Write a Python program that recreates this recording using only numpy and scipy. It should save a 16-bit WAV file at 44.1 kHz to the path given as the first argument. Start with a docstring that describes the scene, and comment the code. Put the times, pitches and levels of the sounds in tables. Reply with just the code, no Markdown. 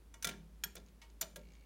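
"""Clicking clockwork

A finger works the lever of a brass clock movement in its wooden case, in a quiet room.
Steel parts snap and bounce: each click is a gritty crack plus the ring of the parts it strikes,
and the case booms softly. Freed wheels flutter faintly between and after the clicks, over hum and hiss."""
import sys
import numpy as np
from scipy import signal
from scipy.fft import rfft, irfft
from scipy.io import wavfile
from scipy.ndimage import uniform_filter1d

SR = 44100
rng = np.random.default_rng(int(sys.argv[2]) if len(sys.argv) > 2 else 0)


def digitize_waveform(pressure):
    """Quantize a signal to 16-bit integers and store it at the path in sys.argv[1].

    Rows of a 2-D input are taken as channels; values are limited to [-1, 1].
    """
    field = np.atleast_2d(pressure).T
    bounded = np.clip(field, -1, 1)
    quanta = np.round(bounded * 32767).astype(np.int16)
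    wavfile.write(sys.argv[1], SR, quanta)


N = 72765
T = np.arange(N) / SR
HZ = np.maximum(np.fft.rfftfreq(N, 1 / SR), 1)
RING_ATTACK_S = 0.0017

# The snaps: start_s, hold_s, fade_s, six crack_db (low to high pitch), six ring_db (one per metal part),
# knock_db, case_db, knock_hz
CLICKS = [ (.1400, 0.0014, 0.11, -97, -65, -68, -88, -62.5, -74, -63, -56, -66, -70, -62.5, -86, -68.5, -73.5, 611),
          (0.2245, 0.0074, 0.039, -78, -70, -53, -56, -48, -52.5, -63.5, -44, -68, -79, -61, -80, -76, -102, 580),
          (0.2446, 0.0078, 0.027, -50, -53, -45, -40.5, -37, -41, -39.5, -41, -55, -64, -60, -43, -52, -51.5, 638.4),
          (.2706, 0.0029, 0.035, -55, -56, -46.5, -40.5, -40.5, -44, -47, -46, -47, -66, -54, -46, -52, -59.5, 646.6),
          (0.2885, 0.0042, 0.05, -47, -64, -47, -47.5, -49, -54, -54, -52, -78, -56, -80, -59, -60, -59.5, 645),
          (0.3112, 0.0063, 0.02, -58.5, -60.5, -63, -56.5, -62, -79, -71, -62, -62, -88, -62, -56, -74, -78, 600),
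          (.3362, 0.0025, 0.021, -67, -69, -56, -69, -83, -74, -80, -80, -87, -80, -74, -65, -71, -64.5, 655),
          (0.6369, 0.0045, 0.034, -72, -49, -51.5, -44.5, -43, -43.5, -59, -53, -36.5, -80, -76, -40, -70.5, -59.5, 699),
          (.7531, 0.0044, 0.029, -56, -68, -62, -65, -55, -52, -67, -67, -63, -79, -75, -71, -62, -79, 608),
          (.7650, 0.0068, 0.047, -60, -68.5, -65, -59, -56, -78, -59, -72, -76, -84, -88, -61, -62.5, -62, 552),
          (0.7796, 0.0014, 0.01, -54, -70, -76, -63, -66, -65, -71, -79, -81, -79, -92, -78, -68.5, -67.5, 658),
          (1.016, 0.004, 0.17, -83, -65.5, -70, -62.5, -65.5, -75.5, -75, -67, -95, -104, -59.5, -94, -73.5, -87, 583),
          (1.2114, 0.0057, 0.054, -57.5, -53, -45.5, -47.5, -40, -44.5, -63, -43.5, -70, -38.5, -85, -72, -51.5, -62, 627.3),
          (1.2245, 0.0031, 0.037, -53, -58, -53.5, -45.5, -46.5, -75, -60.5, -51, -78, -86, -68, -74, -52, -80, 597.6),
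          (1.3588, 0.0046, 0.043, -66, -58, -69, -52, -54, -51.5, -60.5, -56.5, -58.5, -75, -66.5, -49.5, -50.5, -59, 542)]


def cracks():
    """Each snap scatters through the clockwork as a gritty crack, coloured by the parts it hits hardest."""
    crack_hz = [550, 1000, 1600, 3000, 6000, 12500]  # where the six crack levels apply: pitch_hz
    out = np.zeros(N)
    grit = undb(2.5 * noise(HZ < 2310))  # a fast flicker in level
    grit /= np.sqrt(np.mean(grit ** 2))
    part_peaks = np.array([sum(undb(db) * resonance(hz, width_hz=170) for hz, db, _ in tones)
                           for tones in metal_parts()])
    for start, hold, fade, *levels in CLICKS:
        crack_db, struck = levels[:6], undb(levels[6:12])
        clack = 1 + undb(-1.5) * (struck / np.linalg.norm(struck)) @ part_peaks
        clack /= np.sqrt(uniform_filter1d(clack ** 2, size=4000))  # valleys fall as peaks rise
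        bass_cut = HZ ** 2 / (HZ ** 2 + 456 ** 2)
        gain = clack * undb(curve(crack_hz, crack_db)) / np.sqrt(HZ) * bass_cut
        burst = irfft(rfft(grit * noise(np.ones(len(HZ)))) * gain, N)
        strength = np.linalg.norm(undb(crack_db))
        out += strength * burst / burst.std() * envelope(start, 0.00081, hold, fade)
    return out


def metal_parts():
    """Each metal part has its own set of tones."""
    # Tones of each part: pitch_hz, level_db, fade_s
    plate = [(1384, -9, 0.11), (1402, -2.5, 0.07), (1955, -3, 0.088), (2308, -6, 0.079), (2359, -4, 0.12),
             (3508, -2, 0.1), (3523, -3, .06), (3914, -5, 0.04)]
    lever = [(6023, 5, 0.023), (6220, -1.5, 0.021), (7157, -5.5, 0.036), (9510, -0.5, 0.015)]
    rack = [(1414, -15.5, .12), (1502, -7, 0.033), (2390, -2.5, .022), (3216, 3.5, 0.029),
            (3300, -7, 0.065), (5527, -0.5, 0.049), (6390, -0.5, 0.028), (6560, -5.5, .035),
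            (7100, 2, 0.016), (8630, -7.5, 0.045)]
    pawl = [(3506, -16, 0.058), (4465, -7.5, 0.11), (5693, -3, 0.073), (5956, -8, 0.041),
            (6300, -1.5, 0.046), (7113, 6, 0.028), (7230, -16, 0.014), (8960, -1.5, 0.022),
            (13230, -3, 0.05)]  # the catch on a toothed wheel
    arm = [(917.5, -5, 0.23), (1913, -7, 0.18), (2210, -3, 0.21), (2910, -3, 0.13), (5320, -6, 0.06)]
    hook = [(1630, -0.5, .06), (3890, -5, 0.022)]
    return plate, lever, rack, pawl, arm, hook


def metal_rings():
    """Every snap sets the six metal parts ringing, each at its own level."""
    return sum(undb(db) * ring(tones, click[0], RING_ATTACK_S)
               for click in CLICKS for tones, db in zip(metal_parts(), click[9:15]))


def wooden_case():
    """The lever lands with a knock, the wooden frame knocks too, and the case booms and swells more slowly into
    a hum."""
    # Tones of the lever's landing knock, whose pitch shifts from snap to snap: pitch_ratio, level_db, fade_s
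    knock_tones = [(0.936, -9.5, 0.22), (0.998, -1, 0.14), (1.094, -1, 0.12), (1.27, -12.5, 0.1)]
    # Tones of the frame and the case: pitch_hz, level_db, fade_s
    frame_tones = [(383, -2, 0.29), (414, -0.5, 0.17), (453.3, -7, 0.15)]
    case_tones = [(64.3, -8, 0.38), (161.5, -3.5, 0.81), (168, -3.5, 0.75), (198.3, -0.5, 0.74),
                  (234.4, -14, 1)]
    attack_s = 0.01
    out = np.zeros(N)
    for start, *_, knock_db, case_db, knock_hz in CLICKS:
        boom = undb(-7.5) * noise(resonance(211, width_hz=230))
        boom *= envelope(start, attack_s, hold_s=0.01, fade_s=0.71)
        knock = ring([(knock_hz * ratio, db, fade) for ratio, db, fade in knock_tones], start, attack_s)
        body = ring(frame_tones, start, attack_s) + ring(case_tones, start, attack_s=0.019) + boom
        out += undb(knock_db) * knock + undb(case_db) * body
    return out


def pin():
    """On two hard snaps a small pin sings very high and is damped at once."""
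    pings = [(0.638, -37), (1.2094, -37.5)]  # hits on the pin: start_s, level_db
    level = sum(undb(db) * envelope(start, 0.0028, hold_s=0.0095, fade_s=0.026) for start, db in pings)
    return level * np.sin(2 * np.pi * 11987 * T)


def wheels():
    """The spinning wheels tick tooth by tooth, each tick a tiny scrape and a short ring."""
    teeth = [(.327, -54, -58), (.8, -62, -86), (0.862, -60, -85), (0.875, -67, -80), (0.885, -61, -77),
             (1.1, -60, -87), (1.3925, -60, -68), (1.414, -63, -67), (1.4335, -69, -65.5),
             (1.4525, -70, -63), (1.470, -65, -64), (1.4865, -63.5, -64), (1.5035, -66, -61),
             (1.5195, -62, -62.5), (1.535, -59.5, -69), (1.5515, -59.5, -65), (1.567, -69, -63.5),
             (1.583, -73, -66), (1.596, -74, -65), (1.6093, -66, -64), (1.623, -78, -62.5),
             (1.637, -74, -65)]  # teeth catching: start_s, scrape_db, ring_db
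    scrape_bands = [(2620, 3300, -13, 0.083), (4400, 1200, -3, 0.0056), (6500, 1000, -7, 0.016)]  # hiss of a tooth: pitch_hz, width_hz, level_db, fade_s
    wheel_tones = [(2255, -1.5, 0.022), (2790, -12, 0.048), (4410, -8, 0.011)]  # ring of a wheel: pitch_hz, level_db, fade_s
    scrape = 0
    for hz, width, band_db, fade in scrape_bands:
        ticks = sum(undb(db) * envelope(start, 0.001, 0.00064, fade) for start, db, _ in teeth)
        scrape += undb(band_db) * noise(resonance(hz, width)) * ticks
    return scrape + sum(undb(db) * ring(wheel_tones, start, RING_ATTACK_S) for start, _, db in teeth)


def room(sound):
    """A small room answers with a short blurred echo, duller as it fades."""
    echo_bands = [(306, -6, 0.46), (930, -3.5, 0.19), (2170, -12.5, 0.36), (5600, -14, 0.32),
                  (12200, -18, 0.24)]  # the echo: pitch_hz, level_db (against the direct sound), fade_s
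    centres = [row[0] for row in echo_bands]
    tail = 0
    for only_this_band, (_, db, fade) in zip(np.eye(len(centres)), echo_bands):
        band = np.sqrt(curve(centres, only_this_band))
        part = noise(band) * envelope(0.0039, 0.0024, 0, fade)
        tail += undb(db) * part * np.sqrt(np.mean(band ** 2) / np.sum(part ** 2))
    return signal.fftconvolve(sound, tail)[:N]


def background():
    """A wavering low hum, soft hiss and a very faint high whine."""
    hum_path = [(0.0, 53.3, -61), (0.178, 53.56, -58.5), (0.706, 52.98, -58), (0.738, 54.2, -64.5),
                (0.78, 53.65, -60), (1.576, 53.57, -60.5), (1.65, 53, -60)]  # drift of the hum: time_s, pitch_hz, level_db
    air_shape = [(25, -54), (36, -10.5), (48, 1.5), (70, -5.5), (110, -13.5), (190, -11.5), (400, -16.5),
                 (700, -24), (1400, -28), (4000, -34), (8000, -37), (16000, -39)]  # hiss and room rumble: pitch_hz, relative_db
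    times, hz, db = np.array(hum_path).T
    phase = 2 * np.pi * np.cumsum(np.interp(T, times, hz)) / SR
    hum = np.sqrt(2) * undb(np.interp(T, times, db)) * np.sin(phase)
    air = undb(-66) * noise(undb(curve(*np.array(air_shape).T)))
    whine = undb(-91) * noise(resonance(9880, width_hz=120))
    return hum + air + whine


def ring(tones, start, attack_s):
    """The fading tones of one struck part."""
    age = np.maximum(T - start, 0)
    return sum(undb(db) * np.sin(2 * np.pi * hz * age) * envelope(start, attack_s, attack_s, fade)
               for hz, db, fade in tones)


def envelope(start, attack_s, hold_s, fade_s):
    """A level that rises over attack_s and, from hold_s after the start, falls 60 dB every fade_s."""
    age = np.maximum(T - start, 0)
    return np.minimum(age / attack_s, 1) * np.exp(-np.log(1000) * np.maximum(age - hold_s, 0) / fade_s)


def noise(gain):
    """Noise of strength 1, shaped by a gain at each frequency."""
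    x = irfft(gain * np.exp(2j * np.pi * rng.random(len(HZ))), N)
    return x / x.std()


def resonance(hz, width_hz):
    """A steep peak in gain around one pitch."""
    return 1 / (1 + ((HZ / hz - hz / HZ) * hz / width_hz) ** 2)


def curve(hz, values):
    """Join points by straight lines on a scale of octaves."""
    return np.interp(np.log(HZ), np.log(hz), values)


def undb(db):
    """Decibels to gain."""
    return 10 ** (np.asarray(db) / 20)


def scene():
    """The clockwork in its room; the cracks echo more than the rings, the pin least."""
    snaps = cracks() + wheels()
    rings = metal_rings() + wooden_case()
    pings = pin()
    echo = room(snaps + undb(-4) * rings + undb(-6) * pings)
    return (snaps + rings + pings + echo + background())[None]


def record(dry):
    """Cut the treble above 16000 Hz."""
    return signal.sosfilt(signal.ellip(10, .2, 70, 16000, fs=SR, output="sos"), dry)


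dry = scene()
out = record(dry)
digitize_waveform(out)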